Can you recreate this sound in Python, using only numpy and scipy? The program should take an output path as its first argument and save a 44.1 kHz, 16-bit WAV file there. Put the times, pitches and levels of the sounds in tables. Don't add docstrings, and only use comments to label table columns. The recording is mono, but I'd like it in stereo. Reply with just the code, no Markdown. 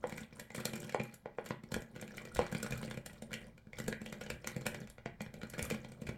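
import sys
import numpy as np
from scipy import signal
from scipy.fft import rfft, irfft
from scipy.io import wavfile

SR = 44100
rng = np.random.default_rng(int(sys.argv[2]) if len(sys.argv) > 2 else 0)


def transcribe(u):
    v = np.clip(np.atleast_2d(u).T, -1, 1)
    q = np.round(v * 32767).astype(np.int16)
    wavfile.write(sys.argv[1], SR, q)


N = 272097

# (time [s], click [dB],
# thump of the box [dB], bright tick [dB], length of the slip [s], pitch of the touched part [Hz])
WAFER_SLIPS = [(.0714, -96, -76, -53.5, 0.0038, 7800), (0.0956, -52, -76, -52, 0.0026, 2330),
               (0.1237, -48.5, -48.5, -57, .003, 2280), (0.1741, -56, -54, -51, 0.0071, 2370),
               (0.2131, -69, -49, -57, 0.0051, 2140), (.326, -62, -55.5, -102, 0.0019, 2320),
               (0.397, -47.5, -65, -45.5, 0.0045, 11600), (0.5033, -52, -55, -69, 0.0034, 2120),
               (0.5467, -44, -56, -46.5, .007, 9700), (0.5596, -60, -66, -46, .007, 9100),
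               (.578, -60, -40, -54, 0.0048, 2390), (0.6, -64, -44, -47, 0.0064, 4100),
               (0.654, -37.5, -43.5, -31.5, 0.0026, 4270), (0.7339, -45, -42, -47.5, 0.0037, 2410),
               (0.7559, -53, -62, -45, 0.0055, 2170), (0.802, -64, -56, -46, 0.0034, 6840),
               (0.8444, -65, -47, -52, 0.0059, 2420), (.8938, -45, -71, -53, .005, 2860),
               (0.9227, -49.5, -54, -55, 0.0037, 2028), (0.9972, -44, -36, -92, 0.0084, 2350),
               (1.035, -76, -66, -51, 0.003, 11600), (1.1414, -59, -74, -49.5, 0.0038, 10800),
               (1.4595, -47, -56, -48.5, 0.0074, 2700), (1.4893, -63, -67, -52, 0.0011, 2380),
               (1.6363, -59.5, -48, -63.5, 0.0043, 2170), (1.7179, -48, -41, -44.5, 0.0068, 4360),
               (1.7418, -41, -41, -38.5, 0.0025, 1686), (1.821, -58, -50.5, -52.5, 0.0013, 6860),
               (1.961, -52, -48, -60, 0.0041, 2500), (2.0131, -60, -59, -45.5, 0.0045, 2300),
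               (2.0238, -48.5, -45.5, -80, 0.005, 2250), (2.1695, -58.5, -49, -46.5, 0.0075, 2270),
               (2.1807, -44.5, -88, -78, .0035, 2340), (2.2523, -52, -56, -51.5, 0.0029, 2420),
               (2.349, -58, -67, -40.5, .0023, 3780), (2.3676, -42, -61, -48, 0.0027, 3760),
               (2.414, -43, -44, -68, 0.0089, 2360), (2.5147, -55, -54, -51, .01, 1740),
               (2.5241, -49, -38.5, -46.5, 0.004, 1600), (2.5486, -41.5, -38.5, -50, 0.0033, 2520),
               (2.6289, -47, -43, -38, .004, 9130), (2.6444, -49.5, -41, -64, 0.0034, 2430),
               (2.7076, -49, -46, -45, 0.0019, 2290), (2.7224, -39.5, -41, -54, 0.0025, 2380),
               (2.7764, -57, -57, -48.5, 0.0055, 12600), (2.8285, -48, -44, -62, 0.0044, 2860),
               (2.942, -55, -49.5, -56, 0.0055, 2440), (2.9725, -53, -43.5, -54, 0.0053, 2450),
               (3.0609, -46.5, -54.5, -43, .005, 9400), (3.1314, -64, -58, -60, 0.004, 8350),
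               (3.2216, -49.5, -55, -54, 0.0035, 8900), (3.316, -55, -51, -62, 0.0035, 1620),
               (3.3305, -43.5, -93, -49, 0.0032, 2410), (3.3392, -38, -80, -47, 0.0033, 2640),
               (3.5786, -61.5, -61.5, -66.5, 0.0024, 2430), (3.6698, -70, -52.5, -82, 0.0021, 1640),
               (3.7314, -52.5, -56, -68, .003, 2200), (3.7855, -48, -59, -45, 0.0052, 2420),
               (3.8006, -51, -44.5, -44.5, 0.0016, 1960), (3.8404, -64, -48, -55, 0.00291, 2060),
               (3.8799, -44, -33.5, -38.5, .005, 1640), (3.9268, -40.5, -42.5, -66, 0.0017, 1640),
               (4.0161, -56, -43, -56, 0.0028, 2560), (4.0616, -44.5, -69, -55, 0.0029, 2850),
               (4.1256, -46, -45, -50.5, 0.0034, 2400), (4.2107, -47, -49, -52, 0.007, 2490),
               (4.262, -49, -53, -64, 0.0067, 2930), (4.3015, -39, -50, -44, 0.0036, 2600),
               (4.444, -47.5, -64, -67, 0.0018, 2450), (4.4725, -38.5, -49, -37, 0.0018, 6300),
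               (4.564, -50, -39.5, -50, 0.0023, 2500), (4.61, -55, -54, -60, 0.0037, 7340),
               (4.655, -48, -47, -58, 0.0072, 2350), (4.6652, -37, -39.5, -32.5, 0.00305, 2510),
               (4.745, -45.5, -51.5, -54, 0.0046, 2230), (4.816, -55, -50, -69, 0.0016, 1740),
               (4.8737, -57, -67, -61, 0.0019, 1640), (4.9003, -60, -79, -53, .0013, 10800),
               (4.9817, -56, -56.5, -100, .0026, 2800), (5.2064, -42.5, -53.5, -86, 0.0022, 2500),
               (5.218, -73, -47, -49, 0.0015, 8200), (5.262, -55.5, -51.5, -76, 0.0032, 1700),
               (5.3405, -53, -55, -55, .002, 2200), (5.415, -49.5, -59, -72, 0.003, 2370),
               (5.4323, -49.5, -42, -57.5, .003, 4130), (5.4996, -67, -72, -46, 0.0029, 10900),
               (5.535, -50, -51, -56, 0.0076, 2412), (5.583, -62, -50, -49, 0.0083, 2500),
               (5.5927, -41.5, -42, -45, 0.0027, 2350), (5.6268, -52.5, -56, -34.5, 0.0013, 9800),
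               (5.6513, -61, -68, -43, 0.0019, 11600), (5.7009, -42.5, -59, -40, 0.0044, 1620),
               (5.719, -50.5, -37, -53, .008, 2560), (5.847, -50, -48.5, -72, 0.0026, 3800),
               (5.9192, -56, -56, -59.5, 0.0026, 8200), (6.0167, -59, -44.5, -55.5, 0.0057, 2500),
               (6.0669, -46.5, -74, -54, 0.011, 2405), (6.0891, -48.5, -37, -53, .007, 2300)]
# (start [s], end [s], scrape [dB], drag of the fingers on the shell [dB])
BLADE_STROKES = [(.05, 0.216, -56.5, -47.5), (0.369, 0.42, -60.5, -49.5), (0.556, 0.63, -50, -52),
                 (0.667, .9, -57, -48.5), (0.997, 1.14, -66, -58), (1.414, 1.514, -62, -52),
                 (1.721, 1.814, -62.5, -53), (1.93, 2.293, -63, -50), (2.36, 2.48, -52.5, -46),
                 (2.549, 2.915, -54, -46.5), (3.079, 3.192, -65.5, -57.5), (3.302, 3.476, -64, -50),
                 (3.768, 3.936, -63, -54.5), (4.023, 4.363, -62, -50.5), (4.45, 4.53, -60, -49),
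                 (4.6, 4.838, -59, -47), (5.245, 5.26, -72, -53), (5.363, 5.446, -65.5, -48),
                 (5.573, 5.767, -52, -46.5), (5.802, 5.928, -68, -52), (5.994, 6.17, -65.5, -49.5)]
STROKE_ATTACK_S, STROKE_RELEASE_S = 0.034, 0.025


def wafer_clicks(shell_db, heavy_share):
    # (frequency [Hz], level [dB])
    click_colour = [(60, -6.5), (130, -0.5), (220, 1.5), (320, -3), (430, 0), (580, -0.5), (850, -8),
                    (1150, -6.5), (1550, -2.5), (2000, -1.5), (3200, 0), (4400, -2.5), (5500, -3.5),
                    (7500, -0.5), (10500, -10), (13000, -1.5), (15500, -17)]
    ticks = faint_ticks(click_db=0.0, thump_db=1.5, tick_db=-5.5, spread_db=6.0, spread_octaves=0.47)
    rows = []
    for time, click, thump, tick, length_s, hz in WAFER_SLIPS + ticks:
        shell = click + shell_db + heavy_share * (thump - click)
        rows.append((time, thump, shell, click, tick, length_s, hz))
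    snaps = contacts(rows, part_db=[20.75, 22.44, 20.4, 21.56], chatter=[.2, 1.0, 3.0, 4.0],
                     grain_db=3.5, apart=0.94, grate_db=-19.0, grate_s=0.0029, ring_db=9.0, ring_q=12.8)
    return colour(snaps, click_colour)


def faint_ticks(click_db, thump_db, tick_db, spread_db, spread_octaves):
    ticks_per_s = 20
    centre_hz, centre_slip_s = 2600, 0.002615
    rows = []
    for start, end, scrape_db, _ in BLADE_STROKES:
        lateness = rng.random(16)
        chances = np.clip(rng.standard_normal((16, 5)), -1.5, 1.5)
        for k, (late, chance) in enumerate(zip(lateness, chances)):
            time = start + (k + late) / ticks_per_s
            if time < min(end, N / SR):
                levels_db = scrape_db + np.array([click_db, thump_db, tick_db]) + spread_db * chance[:3]
                slip_s = centre_slip_s * 2 ** (chance[3] / 2)
                hz = centre_hz * 2 ** (spread_octaves * chance[4])
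                rows.append((time, *levels_db, slip_s, hz))
    return rows


def contacts(table, part_db, chatter, grain_db, apart, grate_db, grate_s, ring_db, ring_q, size=4096):
    # (low [Hz], high [Hz])
    part_ranges = [(70, 260), (330, 1100), (1400, 4200), (5000, 18000)]
    lead = size // 4
    t = (np.arange(size) - lead) / SR
    force = np.zeros((len(part_ranges), 2, N + size))
    for time, *levels_db, length_s, hz in table:
        age = np.maximum(t, 0) / max(length_s / 2, 1e-4)
        grate = from_db(grate_db) * np.exp(-np.abs(t) / grate_s)
        stutter = np.sqrt(age) * np.exp(-age) + grate
        slips = rng.standard_normal(size) + apart * rng.standard_normal((2, size))
        slips *= stutter * from_db(grain_db * rng.standard_normal(size))
        slips = rms_one(slips) / np.sqrt(size)
        push = np.arange(size) == lead + round(length_s * SR / 2)
        start = round(time * SR)
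        for k, level_db in enumerate(levels_db):
            blow = (push + chatter[k] * slips) / np.hypot(1, chatter[k])
            ringing = resonate(blow, hz, hz / ring_q, ring_db)
            force[k, :, start:start + size] += from_db(level_db + part_db[k]) * ringing
    total = 0
    for k, (low, high) in enumerate(part_ranges):
        part = band(force[k, :, lead:lead + N], low, high) * np.sqrt(SR / (high - low))
        total = total + (-1) ** k * part
    return total


def rubbing(grains_per_s, grain_db, clump_db, clumps_per_s, apart, scrape_db, ring_db, ring_q, count=24):
    # (frequency [Hz], level [dB])
    scrape_colour = [(100, -3), (250, -11), (500, 5.5), (700, 2), (1100, 3), (2000, 2.5), (4000, 0),
                     (8000, -7.5), (11000, -12.5), (16000, -10)]
    clump_clock = np.arange(N) / SR * clumps_per_s
    clumps = np.interp(clump_clock, np.arange(N), rng.standard_normal(N))
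    sizes_db = grain_db * np.minimum(rng.exponential(1, N), 4) + clump_db * np.clip(clumps, -2, 2)
    catches = rng.random(N) < grains_per_s / SR
    kicks = rng.standard_normal(N) + apart * rng.standard_normal((2, N))
    grains = from_db(sizes_db) * catches * kicks
    spot = rng.integers(0, count, N)[clump_clock.astype(int)]
    grit = 0
    for k, hz in enumerate(np.geomspace(900, 10000, count)):
        grit = grit + resonate(grains * (spot == k) + 1e-18, hz, hz / ring_q, ring_db)
    rows = [(start, end, db + scrape_db) for start, end, db, _ in BLADE_STROKES]
    pressure = swells(rows, STROKE_ATTACK_S, STROKE_RELEASE_S)
    return rms_one(colour(grit, scrape_colour)) * pressure


def box_knocks():
    # (time [s], thump [dB], shell [dB], lock [dB],
    # tick [dB], length of the contact [s], pitch of the touched part [Hz])
    bumps = [(0.04, -44.5, -36.5, -52, -59, 0.0018, 500), (0.946, -40.5, -30.5, -41, -40, 0.0017, 419),
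             (1.258, -49, -40.5, -54, -92, 0.0013, 450), (1.385, -51.5, -39, -51.5, -76, 0.0013, 460),
             (1.5066, -33, -52, -38, -74, 0.00196, 980), (1.7631, -35.5, -51, -52, -41, 0.0041, 453),
             (2.391, -34.5, -30.5, -35, -39, 0.00156, 474.4), (5.059, -39, -53.5, -42, -54, 0.0014, 460)]
    # (frequency [Hz], level [dB])
    knock_colour = [(60, -12.5), (200, -5.5), (450, 0), (780, 1), (1050, 1), (1300, -5), (2000, -2),
                    (3200, -0.5), (5000, -8.5), (8000, -9), (16000, -36)]
    blows = contacts(bumps, part_db=[23.8, 19.2, 21.5, 21.9], chatter=[.1, .3, .8, 1.2],
                     grain_db=-1.5, apart=0.26, grate_db=-10, grate_s=0.0026, ring_db=8.0, ring_q=12)
    return colour(blows, knock_colour)


def pings():
    # (time [s], frequency [Hz], level [dB], time to fall by 60 dB [s])
    tones = [(0.998, 2390, -29.5, 0.021), (1.507, 136, -54, 0.097), (3.223, 222, -45, 0.16),
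             (3.331, 1930, -39.5, 0.096), (3.885, 471, -32, 0.026), (5.060, 690, -42, 0.13),
             (5.208, 211.6, -39.5, 0.2), (5.712, 470, -28, 0.048)]
    out = np.zeros(N)
    for time, hz, level_db, t60 in tones:
        t = np.arange(N - round(time * SR)) / SR
        decay = from_db(level_db - np.minimum(60 * t / t60, 200))
        out[-len(t):] += decay * np.sin(2 * np.pi * hz * t)
    return out


def handling(shove_db, hold_db, drag_db, give_db):
    # (time [s], rumble before trim [dB])
    shoves = [(.17, -58), (1.75, -43), (2.18, -60), (2.39, -40), (2.73, -45), (3.13, -69), (3.42, -53),
              (3.79, -51), (3.89, -46), (4.33, -48.5), (4.7, -50), (5.07, -55), (5.63, -42), (6.09, -50)]
    # (time [s], rumble before trim [dB])
    hold = [(0.0, -65), (0.95, -78), (1.24, -77), (2.82, -60), (3.63, -68), (3.99, -65), (6.17, -63.5)]
    # (frequency [Hz], level [dB])
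    rumble_colour = [(20, -1), (35, 3.5), (50, 1.5), (68, 5.5), (95, 1), (140, -1.5), (250, -41),
                     (1000, -49)]
    # (frequency [Hz], level [dB])
    grip_colour = [(60, -25), (100, -9.5), (130, -3.5), (175, 1), (225, -0.5), (300, -6.5), (450, -8),
                   (600, -11.5), (900, -25.5), (2000, -51)]
    shift_rows = [(time, time, db + shove_db) for time, db in shoves]
    shifts = swells(shift_rows, attack_s=0.025, release_s=0.033)
    unsteadiness = from_db(along(hold) + hold_db)
    rumble = rms_one(colour(rng.standard_normal(N), rumble_colour)) * np.hypot(shifts, unsteadiness)
    drag_rows = [(start, end, db + drag_db) for start, end, _, db in BLADE_STROKES]
    drag = swells(drag_rows, STROKE_ATTACK_S, STROKE_RELEASE_S)
    give_rows = [(time, time, thump + give_db) for time, _, thump, *_ in WAFER_SLIPS]
    give = swells(give_rows, attack_s=.01, release_s=0.037)
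    drone = rms_one(colour(rng.standard_normal(N), grip_colour)) * np.hypot(drag, give)
    return rumble + drone


def body(x):
    # (frequency [Hz], width [Hz], lift [dB])
    resonances = [(215.8, 21.2, 8.5), (297, 300, -3.5), (500, 86, 6), (580.3, 9.7, 3.5), (710, 35, -0.5),
                  (794, 92, 4.5), (1107, 79, 7.5), (1140, 100, -8.5), (1411, 120, 7), (1640, 70, 6),
                  (1960, 43, 7), (2350, 270, 5.5), (2644, 236, -17), (3300, 180, -0.5), (3900, 360, 0.5),
                  (4270, 180, 3.5), (5530, 250, 4), (7300, 300, 4.5), (8880, 770, 3.5), (11370, 470, 8),
                  (14700, 510, 6.5)]
    for hz, width_hz, lift_db in resonances:
        x = resonate(x, hz, width_hz, lift_db)
    return x


def room(x, build_s, alike_hz, size=26000):
    # (frequency [Hz], time to fall by 60 dB [s])
    tail_t60 = [(100, -0.8), (260, 0.36), (700, 0.18), (2000, 0.37), (5000, 0.07), (14000, 0.31)]
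    # (frequency [Hz], level [dB])
    tail_db = [(100, -21.5), (300, -3.5), (550, -6), (850, -4), (1200, -5), (2000, -4), (5000, -5),
               (8500, -9), (12000, 3), (16000, -27)]
    # (frequency [Hz], level [dB], time to fall by 60 dB [s])
    standing_waves = [(60.5, -80, 0.39), (128.1, -54, 0.35), (158.6, -53.5, 0.23), (222, -57.5, 0.26),
                      (358.8, -55, .3), (470, -56.5, 0.13), (519.3, -61, 0.12), (586, -61.5, 0.28),
                      (656.6, -63.5, 0.28), (821.5, -62.5, 0.46)]
    left_lag_s = -0.00012
    t = np.arange(size) / SR
    edges = np.geomspace(60, 17000, 15)
    response = np.zeros((2, size))
    for low, high in zip(edges, edges[1:]):
        hz = np.sqrt(low * high)
        alike = 1 / (1 + (hz / alike_hz) ** 2)
        mid, side = band(rng.standard_normal((2, size)), low, high)
        tail = np.sqrt(1 + alike) * mid + np.sqrt(1 - alike) * side * [[1], [-1]]
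        tail *= from_db(-60 * t / at_hz(tail_t60, hz)) * (1 - np.exp(-(t / build_s) ** 2))
        even = np.sqrt(4 * (high - low) / SR / np.sum(tail ** 2))
        response += tail * from_db(at_hz(tail_db, hz)) * even
    for hz, level_db, t60 in standing_waves:
        response += from_db(level_db - 60 * t / t60) * np.cos(2 * np.pi * hz * t)
    shift = np.exp(-2j * np.pi * np.fft.rfftfreq(2 * N, 1 / SR) * left_lag_s)
    left = irfft(rfft(x[0], 2 * N) * shift)[:N]
    return np.array([left, x[1]]) + signal.fftconvolve(response, x, axes=1)[:, :N]


def hum(level_db, apart):
    # (frequency [Hz], level [dB])
    hum_colour = [(20, -3), (40, 4), (130, -11.5), (230, 2), (330, -11), (550, -6), (1000, -12),
                  (2200, -34), (4000, -24.5), (10000, -39), (16000, -33)]
    mid, side = [rms_one(colour(rng.standard_normal(N), hum_colour)) for _ in range(2)]
    return from_db(level_db) * (mid + apart * side * np.array([[1], [-1]]))


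def resonate(x, hz, width_hz, lift_db):
    b, a = signal.iirpeak(hz, hz / width_hz, fs=SR)
    return x + (from_db(lift_db) - 1) * signal.lfilter(b, a, x)


def swell(start, end, attack_s, release_s):
    t = np.arange(0, N, 32) / SR
    return np.exp(-np.maximum(start - t, 0) / attack_s - np.maximum(t - end, 0) / release_s)


def swells(rows, attack_s, release_s):
    power = sum((from_db(db) * swell(start, end, attack_s, release_s)) ** 2 for start, end, db in rows)
    return np.interp(np.linspace(0, len(power) - 1, N), np.arange(len(power)), np.sqrt(power))


def along(curve):
    return np.interp(np.arange(N) / SR, *np.transpose(curve))


def colour(x, spectrum, size=8192):
    levels_db = at_hz(spectrum, np.fft.rfftfreq(size, 1 / SR))
    cepstrum = irfft(np.log(from_db(levels_db)))
    cepstrum[1:size // 2] *= 2
    cepstrum[size // 2 + 1:] = 0
    impulse = irfft(np.exp(rfft(cepstrum)))
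    return signal.fftconvolve(np.atleast_2d(x), impulse[None], axes=1)[:, :N]


def band(x, low, high):
    return signal.sosfilt(signal.butter(2, [low, high], "band", fs=SR, output="sos"), x + 1e-18)


def at_hz(points, hz):
    points = np.array(points)
    return np.interp(np.log(np.maximum(hz, 1)), np.log(points[:, 0]), points[:, 1])


def rms_one(x):
    return x / np.sqrt(np.mean(x ** 2) + 1e-20)


def from_db(db):
    return 10 ** (np.asarray(db) / 20)


def scene():
    left_db = 3.5
    scrape = rubbing(grains_per_s=1600, grain_db=1.0, clump_db=7.5, clumps_per_s=200, apart=1.0,
                     scrape_db=-2.5, ring_db=19.5, ring_q=9.7)
    hands = handling(shove_db=-1.5, hold_db=1.0, drag_db=-9, give_db=-13)
    force = scrape + hands + box_knocks() + wafer_clicks(shell_db=-1.5, heavy_share=0.18)
    box = body(force) + pings()
    sound = room(box, build_s=0.002, alike_hz=795) + hum(level_db=-70, apart=0.61)
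    return sound * from_db(np.array([[left_db], [-left_db]]) / 2)


def record(dry):
    cutoff_hz = 16500
    return signal.sosfilt(signal.ellip(10, .2, 70, cutoff_hz, fs=SR, output="sos"), dry)


dry = scene()
out = record(dry)
transcribe(out)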